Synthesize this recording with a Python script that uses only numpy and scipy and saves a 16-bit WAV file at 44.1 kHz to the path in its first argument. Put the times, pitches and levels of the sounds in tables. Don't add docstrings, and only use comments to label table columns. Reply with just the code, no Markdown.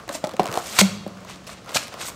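import sys
import numpy as np
from scipy import signal
from scipy.fft import rfft, irfft, next_fast_len
from scipy.io import wavfile
from scipy.ndimage import uniform_filter1d, map_coordinates

SR = 44100
rng = np.random.default_rng(int(sys.argv[2]) if len(sys.argv) > 2 else 0)


def makeup_ratio(level_db):
    decades = np.asarray(level_db, float) / 20
    return 10 ** decades


def dump_mix(stems):
    frames = np.atleast_2d(stems).T
    limited = np.clip(frames, -1, 1)
    pcm = np.round(limited * 32767).astype(np.int16)
    wavfile.write(sys.argv[1], SR, pcm)


N = 94815


def unit(x):
    return x / np.sqrt(np.mean(x ** 2) + 1e-20)


def along(points, hz):
    f, v = np.transpose(points)
    return np.interp(np.log(hz + 1), np.log(f + 1), v)


def filtered(x, response):
    m = next_fast_len(len(x) + 8192)
    return irfft(rfft(x, m) * response(np.fft.rfftfreq(m, 1 / SR)), m)[:len(x)]


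def wobble(rate):
    return map_coordinates(rng.standard_normal(400), [np.arange(N) * rate / SR])


def add(track, s, sound):
    part = track[max(round(s * SR), 0):][:len(sound)]
    part += sound[:len(part)]


def ring(hz, t60, attack, phase=0, size=SR // 8):
    t = np.arange(size) / SR
    return np.sin(2 * np.pi * hz * t + phase) * makeup_ratio(-60 * t / t60) * (1 - np.exp(-t / attack))


def crackle(per_s, spread_db, hiss):
    happens, sign, rarity = rng.random((3, N))
    size = makeup_ratio(-spread_db * np.log(rarity + 1 / 30))
    impulses = (happens < per_s / SR) * np.sign(sign - .5) * size
    return unit(unit(impulses) + hiss * rng.standard_normal(N))


def patchy(x, depth_db):
    z = signal.stft(x, nperseg=256)[2]
    field = uniform_filter1d(rng.standard_normal(z.shape), size=15, axis=0)
    field = uniform_filter1d(field, size=4, axis=1)
    return signal.istft(z * makeup_ratio(depth_db * unit(field)), nperseg=256)[1][:N]


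# (frequency [Hz], relative density [dB per Hz])
AIR_SPECTRUM = [(15, -36), (50, 0), (236, -2.5), (1200, -24), (2110, -19), (4740, -22.5), (7110, -25),
                (16000, -49.5)]
AIR_DB = -46.5


def air():
    hush = unit(filtered(rng.standard_normal(N), lambda f: makeup_ratio(along(AIR_SPECTRUM, f))))
    return makeup_ratio(AIR_DB + 0.27 * wobble(2.82)) * hush


# (frequency [Hz], t60 [s])
ROOM_DECAY = [(150, 1), (1000, 0.44), (4000, 0.67), (9000, 0.41), (16000, 0.39)]
NEAR_DB, NEAR_T60_S = -3.5, 0.11


def room(x):
    hz, t, z = signal.stft(rng.standard_normal(SR), SR, nperseg=256)
    far = makeup_ratio(-60 * t / along(ROOM_DECAY, hz)[:, None])
    near = makeup_ratio(NEAR_DB - 60 * t / NEAR_T60_S)
    tail = signal.istft(z * (far + near), SR, nperseg=256)[1]
    delayed = np.pad(x, (200, 0))
    return signal.fftconvolve(delayed, tail / np.linalg.norm(tail))[:N]


# (frequency [Hz], width [Hz], level [dB])
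BOX_MODES = [(180.6, 40, -5), (350, 20, -3.5), (431, 76, -4), (571, 66, 0), (686, 63, 1.5), (849, 360, -4),
             (1084, 220, 1.5), (1324, 430, -3.5)]


def box(f):
    total = 0
    for k, (centre, width, db) in enumerate(BOX_MODES):
        damping = 1j * f * width
        total = total + (-1) ** k * makeup_ratio(db) * damping / (centre ** 2 - f ** 2 + damping)
    return total


# (time [s], level [dB])
CREAK_LEVEL = [(0, -39), (0.068, -54.5), (.1, -36), (.2, -50), (.25, -39.5), (.38, -47.5), (.41, -35.5),
               (.58, -32), (.64, -43), (.8, -35.5), (1, -48), (1.3, -47.5), (1.45, -52), (1.5, -44.5),
               (1.63, -52), (1.7, -40), (1.85, -42), (1.9, -48), (2.03, -39), (2.15, -48.5)]


def creak():
    s, db = np.transpose(CREAK_LEVEL)
    slips = unit(filtered(crackle(700, 3.2, 0.39), box))
    return makeup_ratio(np.interp(np.arange(N) / SR, s, db) + 0.68 * wobble(29.29)) * slips


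# (frequency [Hz], level [dB, under FLAP_DB], t60 [s])
FLAP_MODES = [(199.5, 0, .26), (188.6, -1.3, .27), (206.5, -20, 1.05), (106, -28, 1.6), (158, -24, .9),
              (186, -28, 3)]
FLAP_S, FLAP_DB, FLAP_ATTACK_S = .808, -8, .006


def flap():
    twang = np.zeros(SR)
    for k, (hz, db, t60) in enumerate(FLAP_MODES):
        twang += (-1) ** k * makeup_ratio(db) * ring(hz, t60, FLAP_ATTACK_S, size=SR)
    out = np.zeros(N)
    add(out, FLAP_S, makeup_ratio(FLAP_DB) * twang)
    return out


# (time [s], level [dB], pitch [Hz])
TABLE_PUSHES = [(.095, -31, 194), (0.245, -18, 197), (0.399, -11.5, 176), (.489, -16, 122),
                (0.792, -14, 127), (1.065, -21, 206)]


def pushes():
    out = np.zeros(N)
    for s, db, hz in TABLE_PUSHES:
        add(out, s, makeup_ratio(db) * ring(hz, .05, 0.0031))
    return out


LAG_S = 0.001112
# (time [s], level of the main tone [dB], pitch [Hz], t60 [s])
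WALL_POPS = [(0.077, -27, 695, 0.032), (0.091, -18, 1094, 0.021), (0.098, -20, 570, 0.034),
             (0.149, -22.5, 630, 0.042), (0.239, -9.5, 610, 0.028), (0.27, -20, 604, 0.03),
             (0.3375, -22, 520, 0.04), (0.394, -1.5, 729, 0.025), (0.4, -6, 560, 0.018),
             (0.455, -16, 700, 0.014), (0.553, -16.5, 620, 0.016), (0.573, -2.5, 718, 0.015),
             (0.813, -7.5, 600, 0.03), (1.063, -19, 582, 0.028), (1.248, -32, 1000, .03),
             (1.491, -27.5, 1200, 0.025), (1.755, -11, 620, 0.02)]


def pops():
    out = np.zeros(N)
    for s, db, hz, t60 in WALL_POPS:
        near = rng.normal(0, 1, 5)
        main = ring(hz, t60, 0.00073)
        upper = ring(hz * (1.438 + 0.077 * near[0]), t60, 0.0012, 3 * near[1])
        lower = ring(hz * (0.52 + 0.1 * near[2]), 1.13 * t60, 0.0016, 3 * near[3])
        roughness = 3 * uniform_filter1d(rng.standard_normal(SR // 8), size=10)
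        rag = ring(2600 + 300 * near[4], .5 * t60, .0004) * roughness
        add(out, s + LAG_S, makeup_ratio(db) * (main + 0.37 * upper + 0.7 * lower + .2 * rag))
    return out


# (time [s], level [dB, before SNAP_GAIN_DB and the filter])
SEAM_SNAPS = [(0.0784, -31), (0.0897, -21), (0.2404, -28), (0.2464, -24), (0.2703, -24), (0.2922, -27),
              (.3105, -33), (.3152, -31), (0.3356, -32), (0.3661, -27.5), (0.3945, -25), (0.4309, -22),
              (0.4404, -24), (0.4559, -20), (0.4664, -22), (0.4753, -22), (0.4854, -27), (0.5142, -21),
              (0.5257, -18), (0.5397, -16), (0.5544, -21), (0.5736, -16), (1.0774, -31), (1.1722, -39),
              (1.2051, -38), (1.2476, -33), (1.2954, -31), (1.324, -35), (1.358, -35), (1.4426, -37),
              (1.4686, -30), (1.4734, -28), (1.6447, -38), (1.6596, -33), (1.6921, -26), (1.7174, -27),
              (1.7305, -29), (1.8701, -29), (1.8801, -25), (1.9395, -26), (2.083, -27), (2.0994, -27)]
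SNAP_GAIN_DB, THUMP_DB, SNAP_T60_S = 12, 6.5, 0.006


def snaps():
    ticks, t = np.zeros(N), np.arange(400) / SR
    for s, db in SEAM_SNAPS:
        tail = 0.73 * np.sign(rng.standard_normal(len(t))) * makeup_ratio(-60 * t / SNAP_T60_S)
        add(ticks, s + LAG_S, makeup_ratio(db + SNAP_GAIN_DB) * (tail + (t == 0)))

    def edge(f):
        return 1j * f / 1500 / (1 + 1j * f / 1500) / (1 + 1j * f / 5000) ** 2

    return filtered(ticks, lambda f: edge(f) + makeup_ratio(THUMP_DB) * box(f))


# (frequency [Hz], relative density [dB per Hz])
RIP_SPECTRUM = [(120, -6), (200, -14), (1160, -6), (2400, -4.5), (3560, -5.5), (8420, -8.5), (9750, -17.5),
                (14900, -22.5), (16000, -51)]
# (time when loudest [s], level [dB], time to rise 10 dB [s], hold [s],
# time to fall 10 dB [s], tilt [dB per octave])
RIP_STROKES = [(.091, -29.5, .0003, .003, .0015, -2.5), (0.15, -30, 0.02, 0.006, 0.016, 2.5),
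               (0.2405, -29, 0.0005, 0.003, 0.009, -6), (0.3955, -21.5, 0.0005, 0.003, 0.013, -7.5),
               (0.573, -37.5, 0.046, 0.012, 0.023, 4.5), (0.655, -35, 0.04, 0.065, 0.086, 2.5),
               (0.776, -35, 0.047, 0.0044, .004, 4), (0.7882, -7, 0.0005, 0.0031, 0.0048, 1),
               (0.806, -11.5, 0.014, 0.0091, 0.0005, 1), (1.292, -38.5, 0.017, 0.021, 0.039, -2.5),
               (1.468, -41, 0.002, 0.062, 0.015, .3), (1.572, -46, 0.01, .018, 0.006, -6),
               (1.692, -38.5, 0.013, 0.0033, 0.045, -1.8), (1.749, -21.5, 0.0045, 0.0035, 0.003, 2.1),
               (1.756, -17.5, 0.003, .012, 0.011, .5), (1.8, -38, 0.01, .045, 0.012, 0.3),
               (1.925, -38, 0.005, 0.0047, 0.022, -4.2), (2.007, -31.5, 0.014, 0.024, 0.045, -.8),
               (2.067, -35.5, 0.021, 0.028, 0.0026, 8)]
GRAINS_PER_S, GRAIN_SPREAD_DB, HISS_SHARE, PATCHY_DB = 3000, 4, 0.7, 2


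def strokes():
    out, t = np.zeros(N), np.arange(N) / SR
    fibres = patchy(crackle(GRAINS_PER_S, GRAIN_SPREAD_DB, HISS_SHARE), PATCHY_DB)
    source = fibres * makeup_ratio(1.3 * wobble(220))
    for s, db, rise, hold, fall, tilt_db in RIP_STROKES:
        before = np.clip(s - t, 0, None)
        after = np.clip(t - s - hold, 0, None)
        shape = makeup_ratio(-10 * (before / rise + after / fall))
        a, b = max(round(s * SR) - SR // 3, 0), round(s * SR) + SR // 3
        tone = filtered(source[a:b], lambda f: makeup_ratio(along(RIP_SPECTRUM, f) + tilt_db * np.log2((f + 400) / 3000)))
        out[a:b] += makeup_ratio(db) * np.std(shape[a:b]) * unit(shape[a:b] * tone)
    return out


ROOM_DB, BASS_HZ = -11.5, 90


def scene():
    close = snaps() + pops() + pushes() + strokes()
    hands = filtered(close, lambda f: (1j * f / (BASS_HZ + 1j * f)) ** 2)
    return (air() + makeup_ratio(ROOM_DB) * room(hands) + creak() + flap() + hands)[None]


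def band_limit(x):
    return signal.sosfilt(signal.butter(12, 16310, fs=SR, output="sos"), x)


def record(dry):
    limited = filtered(dry[0], lambda f: (f < 15800) * (1j * f / (45 + 1j * f)) ** 2)
    mix = np.clip(limited, -1, 1)[None]
    return band_limit(mix)


dry = scene()
out = record(dry)
dump_mix(out)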